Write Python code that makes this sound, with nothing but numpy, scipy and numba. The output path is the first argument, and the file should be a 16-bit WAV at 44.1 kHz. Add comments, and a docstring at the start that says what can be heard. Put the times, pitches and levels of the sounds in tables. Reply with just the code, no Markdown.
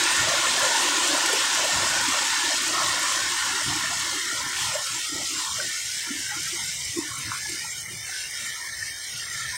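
"""Floodwater pours over a low barrier beside a flooded road while a phone is carried past and away.
From the start, bubbles of all sizes ring in the spill under hissing spray, fizzing foam and ticking
droplets, with puffs of low rumble. After a second, single gulps and splashes join in; the gulps stand
out more as the spill falls behind and its colour turns. All the while the phone's noise suppressor
slowly learns the rush, eating ever more holes into it."""
import sys
import numpy as np
from scipy import signal
from scipy.fft import rfft, irfft
from scipy.io import wavfile
from scipy.ndimage import uniform_filter1d
from numba import njit

SR = 44100
rng = np.random.default_rng(int(sys.argv[2]) if len(sys.argv) > 2 else 0)


def persist_wave(psi):
    """Save psi, clipped to +-1, as 16-bit WAV."""
    counts = np.round(np.clip(psi, -1, 1) * 32767).astype(np.int16)
    wavfile.write(sys.argv[1], SR, np.atleast_2d(counts).T)


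N = 422029

# Rumble, gulping, gurgle, burble, rush and spray. Each row: lowest and highest pitch in Hz, bubbles
# per second, cycles to fade by 30 dB, size scatter in dB, share of plain hiss from 0 to 1.
BUBBLE_SWARMS = [(44, 229, 160, 2.33, 4, 0.98), (205.4, 429, 200, 4.85, 0.5, 0.1),
                 (471.4, 893, 220, 13.6, 3.5, 0.89), (815.5, 1644, 500, 15.2, 2, 0.96),
                 (1530, 2375, 1500, 15.1, 3, 0.94), (2436, 16800, 6000, 5.7, 2, 0.76)]
# Tone of the spill. Each row: frequency in Hz, gain in dB.
WATER_TONE = [(24, -40), (45, -14), (123, -13), (203, -18), (303, -10.5), (463, -7.5), (763, -3.5),
              (980, -8.5), (2070, -1), (4300, -4.5), (7240, -3.5), (9000, -12.5), (12000, -23),
              (15700, -27)]
# Hollows ringing under the falling sheet of water. Each row: pitch in Hz, width in Hz, lift in dB.
SHEET_HOLLOWS = [(101.7, 85, 4), (316, 208, 12.5), (565, 180, 4), (1024, 260, 12.5), (1414, 176, 11.5),
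                 (1808, 158, 9), (2187, 140, 3), (7520, 73, 10), (8040, 270, 3), (8630, 540, 5)]
# The spill fades as the phone is carried off. Each row: time in seconds, then the fader in dB for the
# big bubbles, the rush and the spray.
SPILL_FADERS = [(0, 0.5, -29.5, -25), (.7, 1, -31, -25), (1.3, 0, -32.5, -25), (2, 0, -31.5, -25.5),
                (2.6, -4, -33, -26.5), (3, -4, -31.5, -26), (3.5, -3, -33, -27), (4.2, -8.5, -33, -28),
                (4.65, -7.5, -34.5, -29), (5.15, -12, -37, -28), (5.6, -12, -36, -28), (6.1, -16, -35, -29),
                (6.5, -14.5, -34, -28.5), (7.05, -19.5, -35.5, -30), (7.4, -18.5, -33.5, -30),
                (7.86, -18.5, -35, -31.5), (8.4, -14.5, -34.5, -30), (8.95, -19, -37, -31.5),
                (9.3, -16.5, -35, -30.5), (9.57, -19.5, -34, -31)]
# The four lowest swarms. Each row: base level in dB, share of the big-bubble fader, flutter in dB.
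BIG_BUBBLE_MIX = [(-56, 0.14, 3), (-44, 0.71, 1), (-41.5, 0.83, 2), (-29, 0.87, 0)]
# Spurts and lulls of spray. Each row: centre in seconds, length in seconds, lift in dB.
SPRAY_SPURTS = [(4.47, .1, -1), (4.613, 0.12, 3), (5.19, 0.07, -1.5), (6.097, .08, -1.5), (6.726, 0.075, 0),
                (7.05, 0.091, -1.5), (7.5, 0.086, 0.5), (8.174, .1, 1), (8.31, .08, -1), (8.593, 0.041, 0),
                (8.73, 0.088, -1), (8.964, 0.076, -1), (9.078, 0.066, 0.5), (9.293, .07, -1.5)]
# Colour as the phone turns. Each row: frequency and width in Hz, lift in dB when facing and when
# turned away, halfway time in seconds.
TURNING_BANDS = [(1297, 250, -5, 1.5, 2.2), (3630, 2160, 2, -3.5, 4.24), (7596, 170, -7.5, -14, 5.5),
                 (7870, 310, 1.5, -21, 9.5), (3200, 190, -1, 2.5, 1.3), (3750, 360, 0.5, 5.5, 10.3),
                 (5230, 670, 0.5, 2.5, 2.6), (6840, 780, 1.5, -2, 7.1), (2550, 170, 3, -2.5, 2)]
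# One ringing band comes and goes. Each row: time in seconds, lift in dB.
RINGING_LIFT = [(0, 0.5), (3, -0.5), (4.5, -0.5), (5.8, 0), (6.3, -4.5), (6.75, -7.5), (7.0, -2.5),
                (7.5, -7), (8.3, -4), (8.5, 1), (8.85, 1), (9.0, -1), (9.15, -5), (9.23, 2.5), (9.57, 2.5)]
# Low puffs of wind or handling. Each row: peak time in seconds, length in seconds, lift in dB.
RUMBLE_PUFFS = [(0.212, 0.21, 26), (0.646, 0.089, 11), (1.02, 0.0905, 14), (1.775, 0.42, 16.5),
                (2.14, 0.084, -0.5), (2.62, 0.331, 6), (2.9, 0.47, 8), (3.29, 0.091, 5), (3.694, 0.21, 26),
                (4.366, 0.48, 11), (4.61, 0.15, 10), (4.917, 0.1, 14), (5.143, 0.12, 18), (5.483, 0.19, 11),
                (5.82, 0.092, 8.5), (6.105, 0.057, 10), (6.318, 0.29, 20), (6.823, 0.83, 17.5),
                (7.297, 0.11, 12.5), (7.52, 0.075, 10), (7.765, 0.68, 12), (8.297, 0.2, 5.5),
                (8.6, 0.21, 6), (8.794, 0.17, 17), (9.14, .2, 12.5), (9.42, 0.36, 17.5)]
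# Flurries and lulls of like-sized bubbles. Each row: peak time and length in seconds, pitch in Hz,
# lift in dB.
BUBBLE_FLURRIES = [(0.92, 0.25, 305.9, 9), (1.098, 0.13, 305, 8), (1.325, 0.17, 477, 19),
                   (1.78, 0.33, 198, 6.5), (2.09, 0.047, 310, 9), (2.584, 0.46, 294, 9.5),
                   (2.808, 0.34, 1160, 6.5), (3.48, 0.085, 340, 4), (3.694, 0.14, 286, 14.5),
                   (3.718, 0.11, 750, 14), (3.925, 0.06, 700, 13.5), (4.153, 0.074, 343, 14),
                   (4.315, 0.037, 426, 14), (4.469, 0.022, 318, 11), (4.453, 0.047, 1190, 5.5),
                   (4.613, 0.056, 312, 2.5), (4.65, 0.2, 950, 5.5), (4.634, .15, 2880, 2.5),
                   (4.747, 0.19, 600, 14.5), (4.933, 0.11, 322, 6), (5.134, 0.12, 302, 16.5),
                   (5.17, 0.081, 560, 9), (5.326, 0.12, 308, 17), (5.396, 0.21, 1010, 6.5),
                   (5.625, 0.28, 327, 8.5), (5.61, 0.15, 576, 15), (6.113, 0.14, 294, 18.5),
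                   (6.075, 0.095, 1240, 7), (6.337, 0.041, 790, 5), (6.307, 0.15, 1370, 6),
                   (6.378, 0.062, 330, 16), (6.538, 0.051, 332, 18.5), (6.593, .07, 890, 9),
                   (6.987, 0.18, 307, 25), (6.997, 0.092, 1050, 10.5), (7.134, 0.17, 1150, 9.5),
                   (5.85, .25, 1230, -1), (3.403, .25, 560, -5.5), (5.02, .2, 950, -3),
                   (6.78, .15, 1400, -7), (8.1, 0.52, 1000, -2), (9.413, 0.11, 1380, 3),
                   (7.196, 0.33, 295, 10), (7.286, 0.21, 332, 7.5), (7.329, 0.067, 1160, 14.5),
                   (7.406, 0.063, 557, 21), (7.521, 0.11, 322, 17), (7.914, 0.075, 324, 18.5),
                   (0.35, 0.61, 613, 4.5), (0.657, 0.2, 590, 6.5), (.9, 0.28, 530, 4),
                   (1.104, 0.28, 636, 10), (1.602, 0.17, 540, 6), (1.946, 0.13, 600, 2.5),
                   (2.14, 0.076, 636, 12), (2.517, .07, 673.8, 14.5), (2.783, 0.19, 685, 12),
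                   (3.127, 0.042, 507, 14)]
# Tone of the foam. Each row: frequency in Hz, gain in dB.
FOAM_TONE = [(9000, 5), (12000, -18), (14500, -12), (15700, 6)]
# Tone of thrown drops. Each row: frequency in Hz, gain in dB.
DROP_TONE = [(1400, 8), (4000, 1), (8000, 5), (12000, -7.5), (15700, -21)]
# Single gulps and drips. Each row: start in seconds, level in dB, pitch in Hz, seconds to fade by 60 dB.
GULP_CUES = [(1.129, -22, 307, 0.11), (2.555, -27, 322, 0.1), (3.612, -26, 600, 0.049),
             (3.66, -29, 255.2, 0.0449), (3.84, -27, 638, 0.056), (4.752, -15.5, 585, 0.063),
             (5.395, -27, 1000, 0.11), (5.599, -15, 1520, 0.027), (6.104, -21.5, 242, 0.046),
             (6.31, -31, 823, 0.16), (6.47, -26.5, 1324, 0.08), (6.566, -26.5, 1120, 0.045),
             (6.969, -19.5, 337, 0.057), (6.986, -15, 312, 0.045), (6.972, -25.5, 1060, 0.04),
             (7.112, -26, 1070, .06), (7.3167, -15.5, 1340, 0.019), (7.317, -21, 980, 0.03),
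             (7.459, -24.5, 846, 0.027), (7.646, -23.5, 896, 0.028), (8.092, -26, 740, 0.022),
             (8.825, -16, 1800, 0.034), (9.531, -29, 984, 0.14)]
# Splashes. Each row: start in seconds, level in dB, decay time in seconds.
SPLASH_CUES = [(1.259, -16.5, 0.004), (1.33, -20.5, 0.0076), (1.645, -25, 0.0036), (2.011, -21, .003),
               (4.62, -31, 0.02), (4.866, -26.5, 0.0072), (7.317, -37, 0.0064), (7.489, -28, 0.003),
               (7.52, -29, 0.003)]
# Bands the suppressor knows best at the start. Each row: frequency in Hz, width in Hz, lift in dB.
KNOWN_BANDS = [(440, 60, 6), (760, 59, 5), (1210, 51, 8.5), (1600, 54, 12), (2430, 61, 10.5)]
# Steady bands where it bites harder or softer. Each row: frequency in Hz, width in Hz, extra bite in dB.
BITE_BANDS = [(90, 170, -3), (440, 57, 7), (710, 56, 2.5), (1184, 45, 3), (1667, 98, 2.5), (8700, 200, -9),
              (14260, 7800, -10)]
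# Wandering lanes of deep bite, and one wide, gentler stretch. Each row: frequency in Hz, width in Hz,
# extra bite in dB.
BITE_LANES = [(2460, 93, 5), (2756, 110, 4), (3350, 130, 4.5), (4530, 70, 3.5), (4800, 95, 5.5),
              (6840, 370, 4.5), (3730, 2400, -1)]
# Tone of the phone's own murmur. Each row: frequency in Hz, gain in dB.
MURMUR_TONE = [(24, -16), (60, 5.5), (110, 4.5), (190, -11), (310, -1.5), (1190, -2.5), (1500, -0.5)]


def undb(db):
    """Decibels to amplitude."""
    return 10 ** (np.asarray(db) / 20)


def level(x, db):
    """Set the RMS level."""
    return x * undb(db) / np.sqrt(np.mean(x ** 2))


def bell(x, centre, width):
    """A smooth hump of height 1."""
    return np.exp(-2 * ((x - centre) / width) ** 2)


def slope_db(table, hz):
    """An EQ curve through (Hz, dB) points on a log axis."""
    points_hz, points_db = np.transpose(table)
    return np.interp(np.log(hz + 1), np.log(points_hz), points_db)


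def humps_db(table, hz):
    """An EQ curve of bell-shaped lifts."""
    return sum(db * bell(hz, centre, width) for centre, width, db in table)


def colour(x, tone, lo_hz, hi_hz, humps=()):
    """Apply an EQ and keep one band with soft edges."""
    hz = np.arange(N // 2 + 1) * SR / N + 1e-9
    edges = 1 / np.sqrt((1 + (lo_hz / hz) ** 24) * (1 + (hz / hi_hz) ** 24))
    return irfft(rfft(x) * undb(slope_db(tone, hz) + humps_db(humps, hz)) * edges, N)


def mottle(shape, bins, frames):
    """Random patches over frequency and time, with a spread of 1."""
    x = rng.standard_normal(shape)
    for size, axis in ((bins, 0), (frames, 1)):
        x = uniform_filter1d(uniform_filter1d(x, size, axis=axis), size, axis=axis)
    return x / x.std()


def flutter(per_s=12):
    """A random fader ride with a spread near 1."""
    hold = int(SR / per_s)
    steps = np.repeat(rng.standard_normal(300), hold)
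    return 1.3 * uniform_filter1d(steps, hold)[:N]


FRAME, HOP = 1024, 256  # samples


def analyse(x):
    """Sound to frequencies, frame times and short spectra."""
    return signal.stft(x, SR, nperseg=FRAME, noverlap=FRAME - HOP)


def synthesise(spectra):
    """Short spectra back to sound."""
    return signal.istft(spectra, SR, nperseg=FRAME, noverlap=FRAME - HOP)[1][:N]


@njit
def ring_bubbles(start, hz, t60, size, glide):
    """Each bubble swells fast, rings down and rises in pitch as it nears the surface; times in samples."""
    out = np.zeros(N)
    for k in range(len(start)):
        phasor = size[k] + 0j
        step = 2 * np.pi * hz[k] / SR
        fade = np.exp(-np.log(1000.) / t60[k])
        for i in range(start[k], min(start[k] + int(t60[k]), N)):
            phasor *= fade * np.exp(1j * step)
            step *= 1 + glide / t60[k]
            attack = min(1., (i - start[k]) * 12 / t60[k])
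            out[i] += phasor.imag * attack
    return out


def swarm(lo_hz, hi_hz, per_s, cycles, scatter_db, hiss_share):
    """Random bubbles within a range of sizes, over the hiss of those too many to tell apart."""
    pool = rng.random((int(40 * hi_hz ** .8), 3))
    when, pitch, odds = pool[:int(per_s * N / SR)].T
    hz = lo_hz + (hi_hz - lo_hz) * pitch
    size = undb(-scatter_db * np.log(1 - .97 * odds)) * np.sqrt(hz / hi_hz)
    bubbles = ring_bubbles((when * N).astype(np.int64), hz, 2 * cycles * SR / hz, size, glide=0.4)
    mix = np.sqrt(1 - hiss_share) * level(bubbles, 0) + np.sqrt(hiss_share) * rng.standard_normal(N)
    return level(colour(mix, WATER_TONE, lo_hz, hi_hz, SHEET_HOLLOWS), 0)


def faders_db():
    """Big bubbles, rush and spray sink as the phone is carried away."""
    times, *faders = np.transpose(SPILL_FADERS)
    return [np.interp(np.arange(N) / SR, times, db) for db in faders]


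def sheet_wobble_db(hz, t, wander=0.025, swell_db=1.5, calm_s=5.5):
    """The wobbling sheet detunes and swells each hollow; the swelling calms as the spill falls behind."""
    drifts, swells = (mottle((len(SHEET_HOLLOWS), len(t)), bins=1, frames=14) for _ in range(2))
    moved = [(pitch + wander * min(pitch, 2200) * drift, width, db + swell_db * swell * np.exp(-t / calm_s))
             for (pitch, width, db), drift, swell in zip(SHEET_HOLLOWS, drifts, swells)]
    return humps_db(moved, hz[:, None]) - humps_db(SHEET_HOLLOWS, hz[:, None])


def turning_db(hz, t, turn_s=1.5, ring_hz=1820, ring_width_hz=170):
    """The colour slides as the phone turns away, while one ringing band comes and goes."""
    bands = [(centre, width, facing + (away - facing) / (1 + np.exp((halfway - t) / turn_s)))
             for centre, width, facing, away, halfway in TURNING_BANDS]
    ringing = (ring_hz, ring_width_hz, np.interp(t, *np.transpose(RINGING_LIFT)))
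    return humps_db(bands + [ringing], hz[:, None])


def surge(hz, t, at, length, pitch, octaves):
    """One patch of the spectrum rises in a third of the time it takes to fall."""
    envelope = bell(t, at, length * np.where(t < at, 0.33, 1))
    return envelope * bell(np.log2(hz + 1)[:, None], np.log2(pitch), octaves)


def puffs_db(hz, t):
    """Wind or handling swells the low rumble."""
    return sum(db * surge(hz, t, at, length, pitch=113, octaves=1.04) for at, length, db in RUMBLE_PUFFS)


def flurries_db(hz, t):
    """Bubbles of one size crowd in or thin out for a moment."""
    return sum(db * surge(hz, t, at, length, pitch, octaves=0.46)
               for at, length, pitch, db in BUBBLE_FLURRIES)


def spill():
    """Water pours over the barrier: six bubble swarms under a restless EQ."""
    big, rush, spray = faders_db()
    spray += sum(db * bell(np.arange(N) / SR, at, length) for at, length, db in SPRAY_SPURTS)
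    levels_db = [db + follow * big + flutter_db * flutter() for db, follow, flutter_db in BIG_BUBBLE_MIX]
    levels_db += [rush + 0.16 * flutter(), spray + 0.31 * flutter()]
    water = sum(swarm(*row) * undb(db) for row, db in zip(BUBBLE_SWARMS, levels_db))
    hz, t, spectra = analyse(water)
    # Eddies swell and sink narrow patches, less so in the bass; bursts of spray flick the treble.
    eddies_db = 1.6 * np.clip(hz / 900, .3, 1)[:, None] * mottle(spectra.shape, bins=2, frames=9)
    flicks_db = 2.2 * np.clip(hz / 12000, 0, 1)[:, None] ** 2 * mottle(spectra.shape, bins=120, frames=1)
    motion_db = sheet_wobble_db(hz, t) + turning_db(hz, t) + puffs_db(hz, t) + flurries_db(hz, t)
    return synthesise(spectra * undb(eddies_db + flicks_db + motion_db))


def foam_fizz():
    """Foam bursts everywhere on the flood: a thin, steady top."""
    return level(colour(rng.standard_normal(N), FOAM_TONE, 7400, 20000), db=-48)


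def droplet_crackle(per_s=170, scatter_db=9.5, decay_s=0.0038, under_spray_db=17.5):
    """Fine droplets tick at random, fainter as the spray fades."""
    when, odds = rng.random((2, N))
    ticks = (when < per_s / SR) * undb(-scatter_db * np.log(1 - .97 * odds))
    envelope = signal.lfilter([1], [1, -np.exp(-1 / (decay_s * SR))], ticks)
    drops = colour(envelope * rng.standard_normal(N), DROP_TONE, 5600, 17000)
    *_, spray_db = faders_db()
    return level(drops, spray_db - under_spray_db)


def gulps():
    """Large single bubbles ring out as gulps and drips, bending slightly upward."""
    start, db, hz, t60 = np.transpose(GULP_CUES)
    return ring_bubbles((start * SR).astype(np.int64), hz, t60 * SR, undb(db), glide=0.06)


def splashes():
    """Thrown drops land in short, bright bursts."""
    t = np.arange(N) / SR
    envelope = sum(undb(db) * (t >= at) * np.exp(-np.abs(t - at) / decay) for at, db, decay in SPLASH_CUES)
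    return envelope * level(colour(rng.standard_normal(N), DROP_TONE, 1600, 17000), 0)


def scene():
    """All the water, centred on two channels."""
    return np.tile(spill() + gulps() + splashes() + foam_fizz() + droplet_crackle(), (2, 1))


def noise_suppressor(x, learn_s=4.46, memory_s=3.63, known_share=0.081, base_bite_db=-5, floor_db=-44):
    """Learn the mean power of each band, more firmly over time, and subtract it from the present power."""
    hz, t, spectra = analyse(x)
    power = uniform_filter1d(np.abs(spectra) ** 2, size=2, axis=0)
    present = uniform_filter1d(power, size=13, axis=1)
    keep = np.exp(-HOP / SR / memory_s)
    learnt = signal.lfilter([1 - keep], [1, -keep], power, axis=1) * (1 - np.exp(-t / learn_s))
    # A share of the first second's noise is known from the start, then slowly forgotten.
    opening = power[:, t < 1].mean(axis=1) * undb(2 * humps_db(KNOWN_BANDS, hz))
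    learnt += known_share * opening[:, None] * np.exp(-t / memory_s)
    drifts = 1 + 0.012 * mottle((len(BITE_LANES), len(t)), bins=1, frames=30)
    lanes = [(centre * drift, width, db) for (centre, width, db), drift in zip(BITE_LANES, drifts)]
    bite_db = base_bite_db + humps_db(BITE_BANDS + lanes, hz[:, None])
    share_left = 1 - learnt * undb(2 * bite_db) / (present + 1e-18)
    return synthesise(spectra * np.sqrt(np.maximum(share_left, undb(2 * floor_db))))


def record(dry, top_hz=15770):
    """The phone's one microphone on both channels: suppressor, its own soft murmur, a steep high cut."""
    murmur = colour(rng.standard_normal(N), MURMUR_TONE, 25, 2000)
    mono = noise_suppressor(dry.mean(axis=0)) + level(murmur, db=-52.5)
    high_cut = signal.ellip(16, .3, 80, top_hz, fs=SR, output="sos")
    return np.tile(signal.sosfilt(high_cut, mono), (2, 1))


dry = scene()
out = record(dry)
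persist_wave(out)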